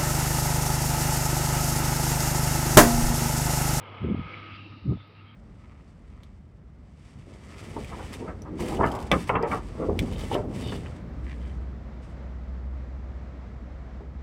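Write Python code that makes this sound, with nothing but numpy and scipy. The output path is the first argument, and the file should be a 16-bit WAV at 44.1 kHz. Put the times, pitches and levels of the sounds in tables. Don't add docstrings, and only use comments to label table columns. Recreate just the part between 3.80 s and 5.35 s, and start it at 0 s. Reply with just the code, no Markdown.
import sys
import numpy as np
from scipy import signal
from scipy.fft import rfft, irfft
from scipy.io import wavfile
from scipy.ndimage import uniform_filter1d

SR = 44100
rng = np.random.default_rng(int(sys.argv[2]) if len(sys.argv) > 2 else 0)


def bounce(signal):
    frames = np.transpose(np.atleast_2d(signal))
    limited = np.clip(frames, -1, 1)
    pcm = np.round(limited * 32767).astype(np.int16)
    wavfile.write(sys.argv[1], SR, pcm)


N = 68355
TIME = np.arange(N) / SR


def from_db(db):
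    return 10 ** (np.asarray(db) / 20)


def rms_one(x):
    return x / np.sqrt(np.mean(x ** 2) + 1e-20)


def in_time(rows):
    times, *columns = np.transpose(rows)
    return [np.interp(TIME, times, column) for column in columns]


def swell(centre_s, sigma_s):
    return np.exp(-.5 * ((TIME - centre_s) / sigma_s) ** 2)


def drift(rate_hz):
    step, settle = 40, 2000
    pole = np.exp(-2 * np.pi * rate_hz * step / SR)
    noise = rng.standard_normal(N // step + settle + 2)
    slow = signal.lfilter([1], [1, -2 * pole, pole * pole], noise)[settle:]
    return np.interp(np.arange(N) / step, np.arange(len(slow)), rms_one(slow))


def coloured_noise(spectrum):
    hz, db = np.transpose(spectrum)
    bins_hz = np.maximum(np.arange(N + 1) * SR / (2 * N), 1)
    gain = from_db(np.interp(np.log(bins_hz), np.log(hz), db))
    return rms_one(irfft(rfft(rng.standard_normal(2 * N)) * gain)[:N])


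def resonance(hz, width_hz):
    radius = np.exp(-np.pi * width_hz / SR)
    section = [1 - radius, 0, radius - 1, 1, -2 * radius * np.cos(2 * np.pi * hz / SR), radius ** 2]
    return rms_one(signal.sosfilt([section, section], rng.standard_normal(2 * N))[N:])


def moving_lowpass(x, corner_hz, block=128):
    out, state = np.zeros(N), np.zeros(2)
    for i in range(0, N, block):
        b, a = signal.butter(2, np.clip(corner_hz[i], 60, SR / 4), fs=SR)
        out[i:i + block], state = signal.lfilter(b, a, x[i:i + block], zi=state)
    return out


def evened(x, share, window_s):
    power = uniform_filter1d(x ** 2, int(window_s * SR))
    power = uniform_filter1d(power, int(window_s * SR / 2))
    return rms_one(x / (np.abs(power) + 1e-12) ** (share / 2))


def rings(rows):
    return sum(from_db(db) * swell(t, sigma_s) * evened(resonance(hz, width), share=0.63, window_s=0.077)
               for t, db, sigma_s, hz, width in rows)


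def air():
    # t/s, rush level/dB, hiss level/dB
    levels = [(0, -50.5, -69.5), (.14, -48, -65.5), (.32, -49.5, -70), (.52, -52.5, -58), (.76, -59.5, -59),
              (.92, -61, -58.5), (1.08, -66, -60.5), (1.2, -63.5, -61), (1.38, -63, -60.5),
              (1.55, -66.5, -64.5)]
    # f/Hz, relative density/dB
    rush_spectrum = [(150, -11.5), (330, 3), (500, 6.5), (680, 2.5), (1000, 5), (1400, -6), (1800, -22),
                     (3000, -3), (6000, -63), (7500, -57)]
    # f/Hz, relative density/dB
    hiss_spectrum = [(1500, -1.5), (2700, 4), (3400, -7), (3680, 3.5), (3880, 5), (4200, 0), (4850, -0.5),
                     (5450, -6.5), (6100, -15.5), (7000, -38.5)]
    rush_db, hiss_db = in_time(levels)
    corner_hz = 7200 - 2030 * TIME
    hiss = moving_lowpass(coloured_noise(hiss_spectrum), corner_hz)
    hiss = rms_one(moving_lowpass(hiss, corner_hz))
    rush = coloured_noise(rush_spectrum)
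    floor = from_db(-89.5) * rng.standard_normal(N)
    return from_db(rush_db) * rush + from_db(hiss_db) * hiss + floor


def tick():
    # t/s, level/dB, sigma/s, f/Hz, bandwidth/Hz
    burst = [(1.277, -78, .0008, 13500, 4500)]
    return rings(burst)


def engine():
    # t/s, relative level/dB
    levels = [(0, -45), (.07, -49.5), (.118, -44.5), (.17, -47.5), (.47, -44), (.52, -45), (.575, -41.5),
              (.61, -42), (.66, -49), (.73, -39.5), (.775, -45.5), (.82, -40.5), (.86, -46), (.94, -41.5),
              (.965, -44.5), (1.0, -47.5), (1.18, -45), (1.26, -52.5), (1.37, -51), (1.435, -45.5),
              (1.49, -50), (1.55, -47.5)]
    # f/Hz, relative density/dB
    rumble_spectrum = [(25, -20.5), (45, -9.5), (80, 1.5), (150, 3.5), (195, -1.5), (245, -1), (320, -1.5),
                       (400, -22), (510, -22.5), (640, -44), (1500, -74)]
    # t/s, level/dB, sigma/s, f/Hz, bandwidth/Hz
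    drones = [(.57, -54.5, 0.14, 324, 40), (.52, -55, 0.059, 503, 30), (.87, -50.5, 0.013, 309, 31),
              (.965, -48, 0.0062, 257.5, 49), (1.31, -57.5, 0.019, 410, 116),
              (1.38, -56.5, 0.061, 164.5, 8.2), (1.48, -58, 0.028, 209, 58)]
    firing_hz, sag_hz_per_s, jitter_hz, waver_db = 100.26, 0.51, 0.87, 1.23
    level_db, = in_time(levels)
    pitch_hz = firing_hz - sag_hz_per_s * TIME + jitter_hz * drift(rate_hz=10)
    phase = 2 * np.pi * np.cumsum(pitch_hz) / SR
    hum_db = level_db - 3 + waver_db * drift(rate_hz=2.8)
    hum = from_db(hum_db) * rms_one(np.sin(phase))
    rumble_db = level_db - level_db.mean() - 53.5
    rumble = from_db(rumble_db) * coloured_noise(rumble_spectrum)
    return hum + rumble + rings(drones)


def machine():
    # t/s, level/dB
    whine_levels = [(0, -53), (.2, -52.5), (.39, -50.5), (.425, -50), (.47, -49), (.68, -49.5), (.73, -50),
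                    (.795, -52), (.835, -64), (.89, -63.5), (.94, -50), (.985, -69), (1.03, -60),
                    (1.085, -61.5), (1.11, -52.5), (1.15, -59), (1.175, -64.5), (1.205, -57.5),
                    (1.35, -65.5), (1.42, -56.5), (1.48, -65), (1.55, -62.5)]
    # t/s, relative level/dB
    rasp_levels = [(0, -48.5), (.15, -48), (.38, -46.5), (.54, -43.5), (.64, -45.5), (.76, -44.5),
                   (.85, -59), (1.05, -69.5), (1.2, -57), (1.33, -68.5), (1.4, -58), (1.55, -58.5)]
    # f/Hz, bandwidth/Hz, relative level/dB
    rasp_modes = [(1510, 640, -12), (2171, 300, -8), (2496, 340, -13), (2992, 620, -13), (3337, 200, -19)]
    whine_hz, roughness_db = 1257, 1.0
    whine_db, = in_time(whine_levels)
    rasp_db, = in_time(rasp_levels)
    core = from_db(-7) * resonance(whine_hz, width_hz=97)
    band = resonance(whine_hz, width_hz=106)
    whine = from_db(whine_db) * evened(band + core, share=0.65, window_s=0.022)
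    rasp = from_db(rasp_db) * sum(from_db(db) * resonance(hz, width) for hz, width, db in rasp_modes)
    return (whine + rasp) * from_db(roughness_db * drift(rate_hz=50))


def squeaks_and_scrapes():
    # t/s, level/dB, sigma/s, f/Hz, bandwidth/Hz
    squeaks = [(0.543, -53.5, 0.03, 2260, 220), (0.74, -53, 0.12, 2675, 400),
               (0.835, -55, 0.053, 2690, 500), (0.975, -61.5, 0.054, 2790, 254.5),
               (1.204, -61, 0.038, 3490, 380), (1.391, -60.5, 0.023, 2680, 330),
               (1.494, -60.5, 0.026, 3175, 139)]
    # t/s, level/dB, sigma/s, f/Hz, bandwidth/Hz
    scrapes = [(.543, -42.5, .005, 2150, 600), (.75, -57, .014, 4650, 500), (.757, -53, .016, 3250, 600)]
    return rings(squeaks) + rings(scrapes)


def from_afar(x, corner_hz=4300):
    return signal.sosfilt(signal.butter(4, corner_hz, fs=SR, output="sos"), x)


def crackle():
    # t/s, level/dB
    bursts = [(.232, -49), (0.281, -44), (0.3, -48.5), (0.352, -40.5), (1.101, -49), (1.119, -45),
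              (1.134, -45.5), (1.173, -48)]
    envelope = sum(from_db(db) * swell(t, sigma_s=0.0016) for t, db in bursts)
    return envelope * evened(resonance(hz=690, width_hz=270), share=0.75, window_s=0.015)


def puffs():
    # t/s, level/dB, sigma/s, nominal f/Hz
    eddies = [(0.249, -26.5, 0.0026, 378), (.258, -30, 0.013, 88), (0.269, -26.5, .003, 200),
              (0.287, -23, 0.001, 254.6), (0.3, -26, 0.0022, 282), (.316, -23.5, 0.0045, 193),
              (.325, -25, 0.0032, 214), (0.347, -20.5, 0.0016, 223), (.395, -22, 0.0017, 162),
              (0.401, -32.5, 0.01, 94.3), (.416, -34.5, 0.0047, 158), (1.068, -33, 0.0035, 270),
              (1.095, -24, 0.013, 120.6), (1.098, -28, 0.0054, 310), (1.119, -25, 0.0096, 176),
              (1.133, -33.5, .0026, 380), (1.158, -35, 0.0031, 229), (1.192, -53, 0.011, 116.5)]
    pitch_spread = 0.072
    chances = rng.uniform(-0.87, 1, (len(eddies), 2))
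    out = np.zeros(N)
    for (t, db, sigma_s, nominal_hz), (half_turns, detune) in zip(eddies, chances):
        hz = nominal_hz * (1 + pitch_spread * detune)
        flutter = np.sin(2 * np.pi * hz * (TIME - t) + np.pi * half_turns)
        out += from_db(db) * swell(t, sigma_s) * rms_one(flutter)
    return out


def wind():
    # t/s, relative level/dB
    gusts = [
        [(.17, -62.5), (.21, -35), (.244, -25.5), (.275, -30), (.32, -27), (.338, -36.5), (.375, -30.5),
         (.405, -35), (.435, -42), (.462, -35.5), (.50, -57)],
        [(1.025, -45.5), (1.056, -30.5), (1.095, -27.5), (1.125, -25), (1.165, -37.5), (1.225, -53)],
    ]
    # f/Hz, relative density/dB
    buffet_spectrum = [(25, -40), (42, -29.5), (66, 1), (120, -2), (205, -1.5), (300, -8), (490, -13),
                       (650, -23), (1000, -36.5), (1800, -66.5)]
    peak_corner_hz, octaves_per_db, gain_db = 585, 0.22, -3.5
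    strength = sum(from_db(np.interp(TIME, *np.transpose(gust), left=-90, right=-90)) for gust in gusts)
    strength = uniform_filter1d(strength, size=256)
    db_re_peak = 20 * np.log10(strength / strength.max())
    corner_hz = peak_corner_hz * 2 ** (octaves_per_db * db_re_peak)
    eddies = moving_lowpass(coloured_noise(buffet_spectrum), corner_hz)
    return from_db(gain_db) * strength * evened(eddies, share=0.75, window_s=0.015)


def scene():
    gusts = wind() + puffs() + crackle()
    distant = from_afar(engine() + machine() + squeaks_and_scrapes())
    return (gusts + distant + air() + tick())[None]


def record(dry, stopband_hz=15500):
    return signal.sosfilt(signal.cheby2(12, 70, stopband_hz, fs=SR, output="sos"), dry)


dry = scene()
out = record(dry)
bounce(out)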